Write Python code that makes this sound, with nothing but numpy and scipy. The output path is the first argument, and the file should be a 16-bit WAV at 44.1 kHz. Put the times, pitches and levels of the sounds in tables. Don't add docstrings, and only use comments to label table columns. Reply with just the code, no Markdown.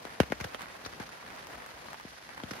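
import sys
import numpy as np
from scipy import signal
from scipy.fft import rfft, irfft
from scipy.io import wavfile
from scipy.ndimage import uniform_filter1d

SR = 44100
rng = np.random.default_rng(int(sys.argv[2]) if len(sys.argv) > 2 else 0)


def inscribe(sig):
    pcm = np.round(np.clip(np.atleast_2d(sig).T, -1, 1) * 32767)
    wavfile.write(sys.argv[1], SR, pcm.astype(np.int16))


N = 114660
TIME = np.arange(N) / SR
HIT_TIME = TIME[:SR // 8]
HZ = np.fft.rfftfreq(2 * N, 1 / SR)


def amp(db):
    return 10 ** (np.asarray(db) / 20)


def evened(x):
    return x / np.sqrt(np.mean(x ** 2) + 1e-20)


def spectrum_gain(points):
    freq_hz, level_db = np.transpose(points)
    return amp(np.interp(np.log(HZ + 1), np.log(freq_hz + 1), level_db))


def colour(x, points):
    cepstrum = irfft(np.log(spectrum_gain(points)))
    cepstrum[1:N] *= 2
    cepstrum[N + 1:] = 0
    taps = irfft(np.exp(rfft(cepstrum)))[:SR // 20]
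    return signal.fftconvolve(x, taps[None], axes=1)[:, :x.shape[1]]


def add(mix, start_s, sound):
    part = mix[:, max(round(start_s * SR), 0):][:, :sound.shape[1]]
    part += sound[:, :part.shape[1]]


def pan(side_db):
    return amp([[side_db / 2], [-side_db / 2]])


# time_s, patter_db, hiss_db, drumming_db, wash_db
RAIN_STRENGTH = [(0, -65, -54, -63, -52), (.09, -46, -58.5, -62.5, -53), (.36, -58, -54.5, -59, -52.5),
                 (.5, -52.5, -57, -64, -52), (.64, -46, -60.5, -60.5, -59), (.76, -52.5, -56.5, -63, -53.5),
                 (.94, -51.5, -56, -56.5, -54.5), (1.19, -50, -56.5, -68, -54.5),
                 (1.29, -48, -56, -58, -54), (1.48, -49, -57, -63.5, -52.5), (1.57, -51, -57.5, -58.5, -51),
                 (1.68, -49.5, -56.5, -67.5, -53.5), (1.88, -50.5, -55.5, -59.5, -52),
                 (1.98, -52.5, -56, -68, -59), (2.14, -53, -55, -67.5, -61),
                 (2.33, -48.5, -58.5, -65.5, -61), (2.5, -49, -55.5, -58.5, -56),
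                 (2.6, -51, -53.5, -56.5, -46.5)]


def strength(column):
    rows = np.array(RAIN_STRENGTH)
    return amp(np.interp(TIME, rows[:, 0], rows[:, column]))


def merged_drops(points, flicker_db):
    flicker = evened(signal.resample(rng.standard_normal(N // 500), N))
    noise = colour(rng.standard_normal((2, N)), points)
    return evened(noise * amp(flicker_db * flicker))


# freq_hz, level_db (per Hz)
DRUMMING_SPECTRUM = [(20, -55), (40, -2.5), (65, -3.5), (130, -2), (270, 0), (500, -10.5), (1500, -33),
                     (16000, -78)]
DRUMMING_TRIM_DB = 3
DRUMMING_BLEND = 0.42


def drumming():
    noise = merged_drops(DRUMMING_SPECTRUM, flicker_db=0.0)
    drum = amp(DRUMMING_TRIM_DB) * strength(3) * noise
    return drum + DRUMMING_BLEND * drum[::-1]


# freq_hz, level_db (per Hz)
WASH_SPECTRUM = [(30, -44), (200, -20), (450, -2), (630, 0), (1000, -2), (1900, -7.5), (2900, -13),
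                 (4800, -27), (7500, -27), (16000, -29)]
WASH_TRIM_DB = 3


def wash():
    return amp(WASH_TRIM_DB) * strength(4) * merged_drops(WASH_SPECTRUM, flicker_db=2.5)


# freq_hz, level_db (per Hz)
HISS_SPECTRUM = [(30, -91), (2500, 4.5), (4500, 3.5), (6300, -0.5), (7800, -12), (10000, -7), (12500, -11),
                 (14500, -16), (16000, -30)]
HISS_TRIM_DB = -0.5


def hiss():
    return amp(HISS_TRIM_DB) * strength(2) * merged_drops(HISS_SPECTRUM, flicker_db=1.97)


# freq_hz, level_db (per Hz)
PATTER_SPECTRUM = [(30, -13), (100, -4), (300, -5), (620, -7), (1100, -4), (1900, 0.5), (2800, -8),
                   (4500, -11.5), (7500, -26), (11000, -18), (16000, -45)]
DROPS_PER_S = 1300
SIZE_SPREAD_DB = 3
CLUSTER_S, CLUSTER_DB = 0.025, 3.5
GRAIN_S = 0.0015
PATCH_LOW_HZ, PATCH_HIGH_HZ = 525, 2620
PATCH_CYCLES = 1.95
PATCH_DB = -10.5


def patter(count=40):
    out = np.zeros((2, N))
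    t = TIME[:SR // 50]
    density = evened(signal.resample(rng.standard_normal(round(N / SR / CLUSTER_S)), N))
    chance = amp(CLUSTER_DB * density) * DROPS_PER_S / count / SR
    for hz in np.geomspace(PATCH_LOW_HZ, PATCH_HIGH_HZ, count):
        rustle_decay = np.exp(-t / (GRAIN_S * rng.uniform(0.65, 2.1)))
        rustle = evened(rng.standard_normal((2, len(t))) * rustle_decay)
        tone = np.sin(2 * np.pi * (hz * t + rng.random((2, 1))))
        tone = evened(tone * np.exp(-t * hz / PATCH_CYCLES))
        size = amp(SIZE_SPREAD_DB * np.minimum(rng.exponential(1, N), 3.2))
        landings = size * (rng.random(N) < chance)
        grain = rustle + amp(PATCH_DB) * tone
        patch_sound = signal.oaconvolve(landings[None], grain, axes=1)[:, :N]
        out += pan(rng.normal(0, 4.2)) * patch_sound
    return strength(1) * evened(colour(out, PATTER_SPECTRUM))


def burst_filter(points):
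    return colour(signal.unit_impulse(SR // 50)[None], points)


SPLASH_RISE = 0.6
SPRAY_DB, SPRAY_S = -11.5, 0.012


def splash(response, length_s):
    t = HIT_TIME
    spray = amp(SPRAY_DB) * np.sqrt(length_s / SPRAY_S) * np.exp(-t / SPRAY_S)
    envelope = (1 - np.exp(-t / (SPLASH_RISE * length_s))) * (np.exp(-t / length_s) + spray)
    z = rfft(rng.standard_normal((2, len(t))) * envelope, 2 * len(t))
    smooth_power = uniform_filter1d(abs(z) ** 2, size=120, axis=1)
    burst = irfft(z / np.sqrt(smooth_power))[:, :len(t)]
    burst = signal.fftconvolve(burst, response, axes=1)[:, :len(t)]
    return burst / np.linalg.norm(burst, axis=1, keepdims=True) * np.sqrt(SR / 100)


def ring(hz, rise_s, decay_s):
    envelope = (1 - np.exp(-HIT_TIME / rise_s)) * np.exp(-HIT_TIME / decay_s)
    return (envelope * np.sin(2 * np.pi * hz * HIT_TIME))[None]


RING_CYCLES, HIGH_RING_CYCLES = 0.88, 2.2


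def patch(hz, cycles, length_s):
    return splash(ring(hz, 0.5 / hz, cycles / hz), length_s)


# freq_hz, level_db
TICK_SPECTRUM = [(100, 0), (500, 4), (1000, 12.5), (2000, 4.5), (4000, -5), (7500, -23.5), (11000, -20),
                 (16000, -28)]
# freq_hz, level_db
SIZZLE_SPECTRUM = [(100, -18), (3000, -6), (6000, -2), (11000, -8.5), (16000, -6)]
# start_s, splash_db, side_db (left minus right), sizzle_db, ring_hz
LIGHT_DROPS = [(0.594, -45, 2, -61, 1370), (.608, -46, 7, -57, 1900), (.619, -46, -4, -49.5, 1310),
               (0.6362, -48.5, 2, -65, 1870), (.658, -47.5, -4, -62, 1870), (.936, -45.5, -1, -66, 1470),
               (1.028, -49, 4, -59, 1400), (1.091, -48.5, -1, -58, 1600), (1.227, -49, 1, -71, 1860),
               (1.303, -47.5, -2, -62, 1910), (1.362, -49.5, -4, -60, 1200), (1.375, -55, -2, -62, 1480),
               (1.470, -50, 3, -52.5, 1900), (1.6624, -46.5, 1, -53.5, 754), (1.8848, -44.5, 2, -79, 850),
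               (1.931, -44, 3, -54, 1400), (1.9432, -43.5, -3, -64, 785), (1.9986, -46.5, -1, -60, 1520),
               (2.010, -50, 0, -59, 1600), (2.2912, -45.5, 2, -61, 960), (2.3777, -43, -1, -60, 1880),
               (2.4014, -43.5, -4, -71, 1090)]
TICK_S = 0.00059
TICK_RING_DB = -8


def ticks():
    out = np.zeros((2, N))
    click, sizzle = burst_filter(TICK_SPECTRUM), burst_filter(SIZZLE_SPECTRUM)
    for start_s, splash_db, side_db, sizzle_db, ring_hz in LIGHT_DROPS:
        tap = splash(click, TICK_S) + amp(TICK_RING_DB) * patch(ring_hz, RING_CYCLES, TICK_S)
        drop = amp(splash_db) * tap + amp(sizzle_db) * splash(sizzle, TICK_S)
        add(out, start_s, pan(side_db) * drop)
    return out


RIPPLE_END_HZ = 48.6
RIPPLE_LIFE_MS = 60
RIPPLE_ROUGH = 0.07
RIGHT_LAG_S = 0.0001
SEAM_S, SEAM_DB = 0.0038, -18.5


def ripple(drop_hz, glide_ms, rise_ms, decay_ms):
    ms = 1000 * np.maximum(HIT_TIME - np.array([[0], [RIGHT_LAG_S]]), 0)
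    pitch_hz = RIPPLE_END_HZ + drop_hz / (1 + ms / glide_ms) ** 2
    turns = np.cumsum(pitch_hz * (ms > 0), axis=1) / SR
    roughness = evened(uniform_filter1d(rng.standard_normal(ms.shape), size=24, axis=1))
    envelope = (1 - np.exp(-ms / rise_ms)) * np.exp(-ms / decay_ms - (ms / RIPPLE_LIFE_MS) ** 2)
    wave = envelope * (np.sin(2 * np.pi * turns) + RIPPLE_ROUGH * roughness)
    add(wave, SEAM_S, amp(SEAM_DB) * wave)
    return wave


# start_s, level_db,
# drop_hz (starting pitch above the end pitch), glide_ms, rise_ms, decay_ms, side_db (left minus right)
SHEET_RIPPLES = [(0.0517, -31.5, 990, 3.9, 0.42, 3.6, 11), (0.2017, -9.5, 1200, 3.16, 0.7, 7.7, 8),
                 (0.2319, -25.5, 1490, 2.8, 4.2, 3.8, -16), (0.304, -23, 696, 4.6, 7.5, 5.3, 8),
                 (0.3223, -12.5, 1250, 2.6, 1.03, 2.3, 10), (.4105, -21, 505, 4.4, 8.8, 8.4, 7.5),
                 (0.447, -30, 1410, 2.13, 0.97, 3.5, 19.5), (0.4487, -27, 327, 8.1, 3.2, 8.5, 1.5),
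                 (.5465, -31, 1266, 2.7, 0.1, 3.1, -10), (0.8608, -37, 1630, 2.09, 0.34, 10.4, 6),
                 (1.0001, -18.5, 626, 5.64, 11.6, 5.3, 7), (1.551, -42, 60, 7.1, 11, 18, 4),
                 (1.736, -40, 90, 8.9, 9.6, 11, 0), (2.0503, -17.5, 640, 5, 9.2, 3.07, 6),
                 (2.434, -27, 1250, 3.4, 3.3, 9, 8), (2.511, -16.5, 880, 5, 12, 4.9, 3)]
# start_s, level_db, length_ms, side_db (left minus right),
# low_hz and low_db (low ring of the struck patch), high_hz, high_db and high_side_db (high ring)
DRIP_SPLASHES = [(.051, -45, 1.3, 5, 1520, -45.5, 3640, -58.5, -8),
                 (0.2014, -25.5, 0.88, -3.5, 1650, -36, 2800, -37, -14.5),
                 (0.2317, -46, 2.6, 9.5, 2100, -48, 3820, -56, -7),
                 (0.3002, -50.5, 0.74, 9, 900, -55, 2100, -55, 11),
                 (0.3208, -39, 0.98, 7.5, 1530, -33.5, 2120, -37.5, -7),
                 (0.3995, -39.5, 4.8, 0.5, 770, -39, 2260, -66, -4),
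                 (0.4092, -40, 2.1, 3, 2160, -42, 6100, -48, 2),
                 (0.442, -38.5, 1.4, -1, 1210, -55, 3330, -47, -3),
                 (0.445, -41, 1.6, 3, 1800, -51, 5270, -49.5, 3),
                 (.5455, -42, 1.2, 1, 755, -42, 3000, -46, -10.5),
                 (0.848, -46, 4.4, 5, 1620, -52.5, 4230, -44.5, 4),
                 (0.86, -40.5, 2.5, 3, 1170, -47, 5600, -49, 5),
                 (.9985, -41.5, 3, 2, 784, -42.5, 1620, -52, 7),
                 (2.051, -64, 1.5, -8, 1500, -60, 4300, -69, 0),
                 (2.4346, -44.5, 2, 1.5, 1770, -57, 3200, -47.5, 0),
                 (2.5082, -38.5, 3.9, -2, 1820, -57, 5250, -46.5, -3),
                 (2.5344, -44, 1.5, -3, 500, -46, 2100, -56, -8)]
# freq_hz, level_db
SPLASH_SPECTRUM = [(60, -60), (300, 7.5), (800, 1), (1500, 9.5), (2700, 2), (4000, -3.5), (6000, -7),
                   (8000, -17), (11000, -10), (16000, -24)]
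SWAY_HZ, SWAY_DB, SWAY_RISE_S, SWAY_DECAY_S = 63.6, -36, 0.023, 0.056


def drips_and_thumps():
    out = np.zeros((2, N))
    click = burst_filter(SPLASH_SPECTRUM)
    sway = amp(SWAY_DB) * ring(SWAY_HZ, SWAY_RISE_S, SWAY_DECAY_S)
    for start_s, level_db, drop_hz, glide_ms, rise_ms, decay_ms, side_db in SHEET_RIPPLES:
        sheet = ripple(drop_hz, glide_ms, rise_ms, decay_ms) + sway
        add(out, start_s, pan(side_db) * amp(level_db) * sheet)
    for row in DRIP_SPLASHES:
        start_s, level_db, length_ms, side_db, low_hz, low_db, high_hz, high_db, high_side_db = row
        length_s = length_ms / 1000
        water = amp(level_db) * splash(click, length_s)
        low_ring = amp(low_db) * patch(low_hz, RING_CYCLES, length_s)
        high_ring = amp(high_db) * patch(high_hz, HIGH_RING_CYCLES, length_s)
        add(out, start_s, pan(side_db) * (water + low_ring))
        add(out, start_s, pan(high_side_db) * high_ring)
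    return out


TENT_DB, TENT_DECAY_S = -16.5, 0.007


def tent(x):
    t = HIT_TIME
    taps = rng.standard_normal((2, len(t))) * np.exp(-t / TENT_DECAY_S) * (t > 0.003)
    taps /= np.linalg.norm(taps[0])
    return x + amp(TENT_DB) * signal.fftconvolve(x, taps, axes=1)[:, :N]


def scene():
    background = wash() + hiss() + drumming()
    return background + patter() + tent(ticks() + drips_and_thumps())


# freq_hz, side_db (gain of the left-right difference)
STEREO_WIDTH = [(50, -1.5), (250, -4.5), (600, 0), (1300, 0), (3000, -2), (7000, 3), (9500, 4.5),
                (11500, -27), (16000, 4)]
EDGE_HZ = 15700


def record(dry):
    difference = (dry[0] - dry[1]) / 2
    side = irfft(rfft(difference, 2 * N) * spectrum_gain(STEREO_WIDTH))[:N]
    pair = dry.mean(0) + np.array([side, -side])
    pair = signal.sosfilt(signal.butter(4, 44, "highpass", fs=SR, output="sos"), pair)
    lowpass = signal.firwin(255, EDGE_HZ, window=("kaiser", 9), fs=SR)
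    return signal.oaconvolve(pair, lowpass[None], "same")


dry = scene()
out = record(dry)
inscribe(out)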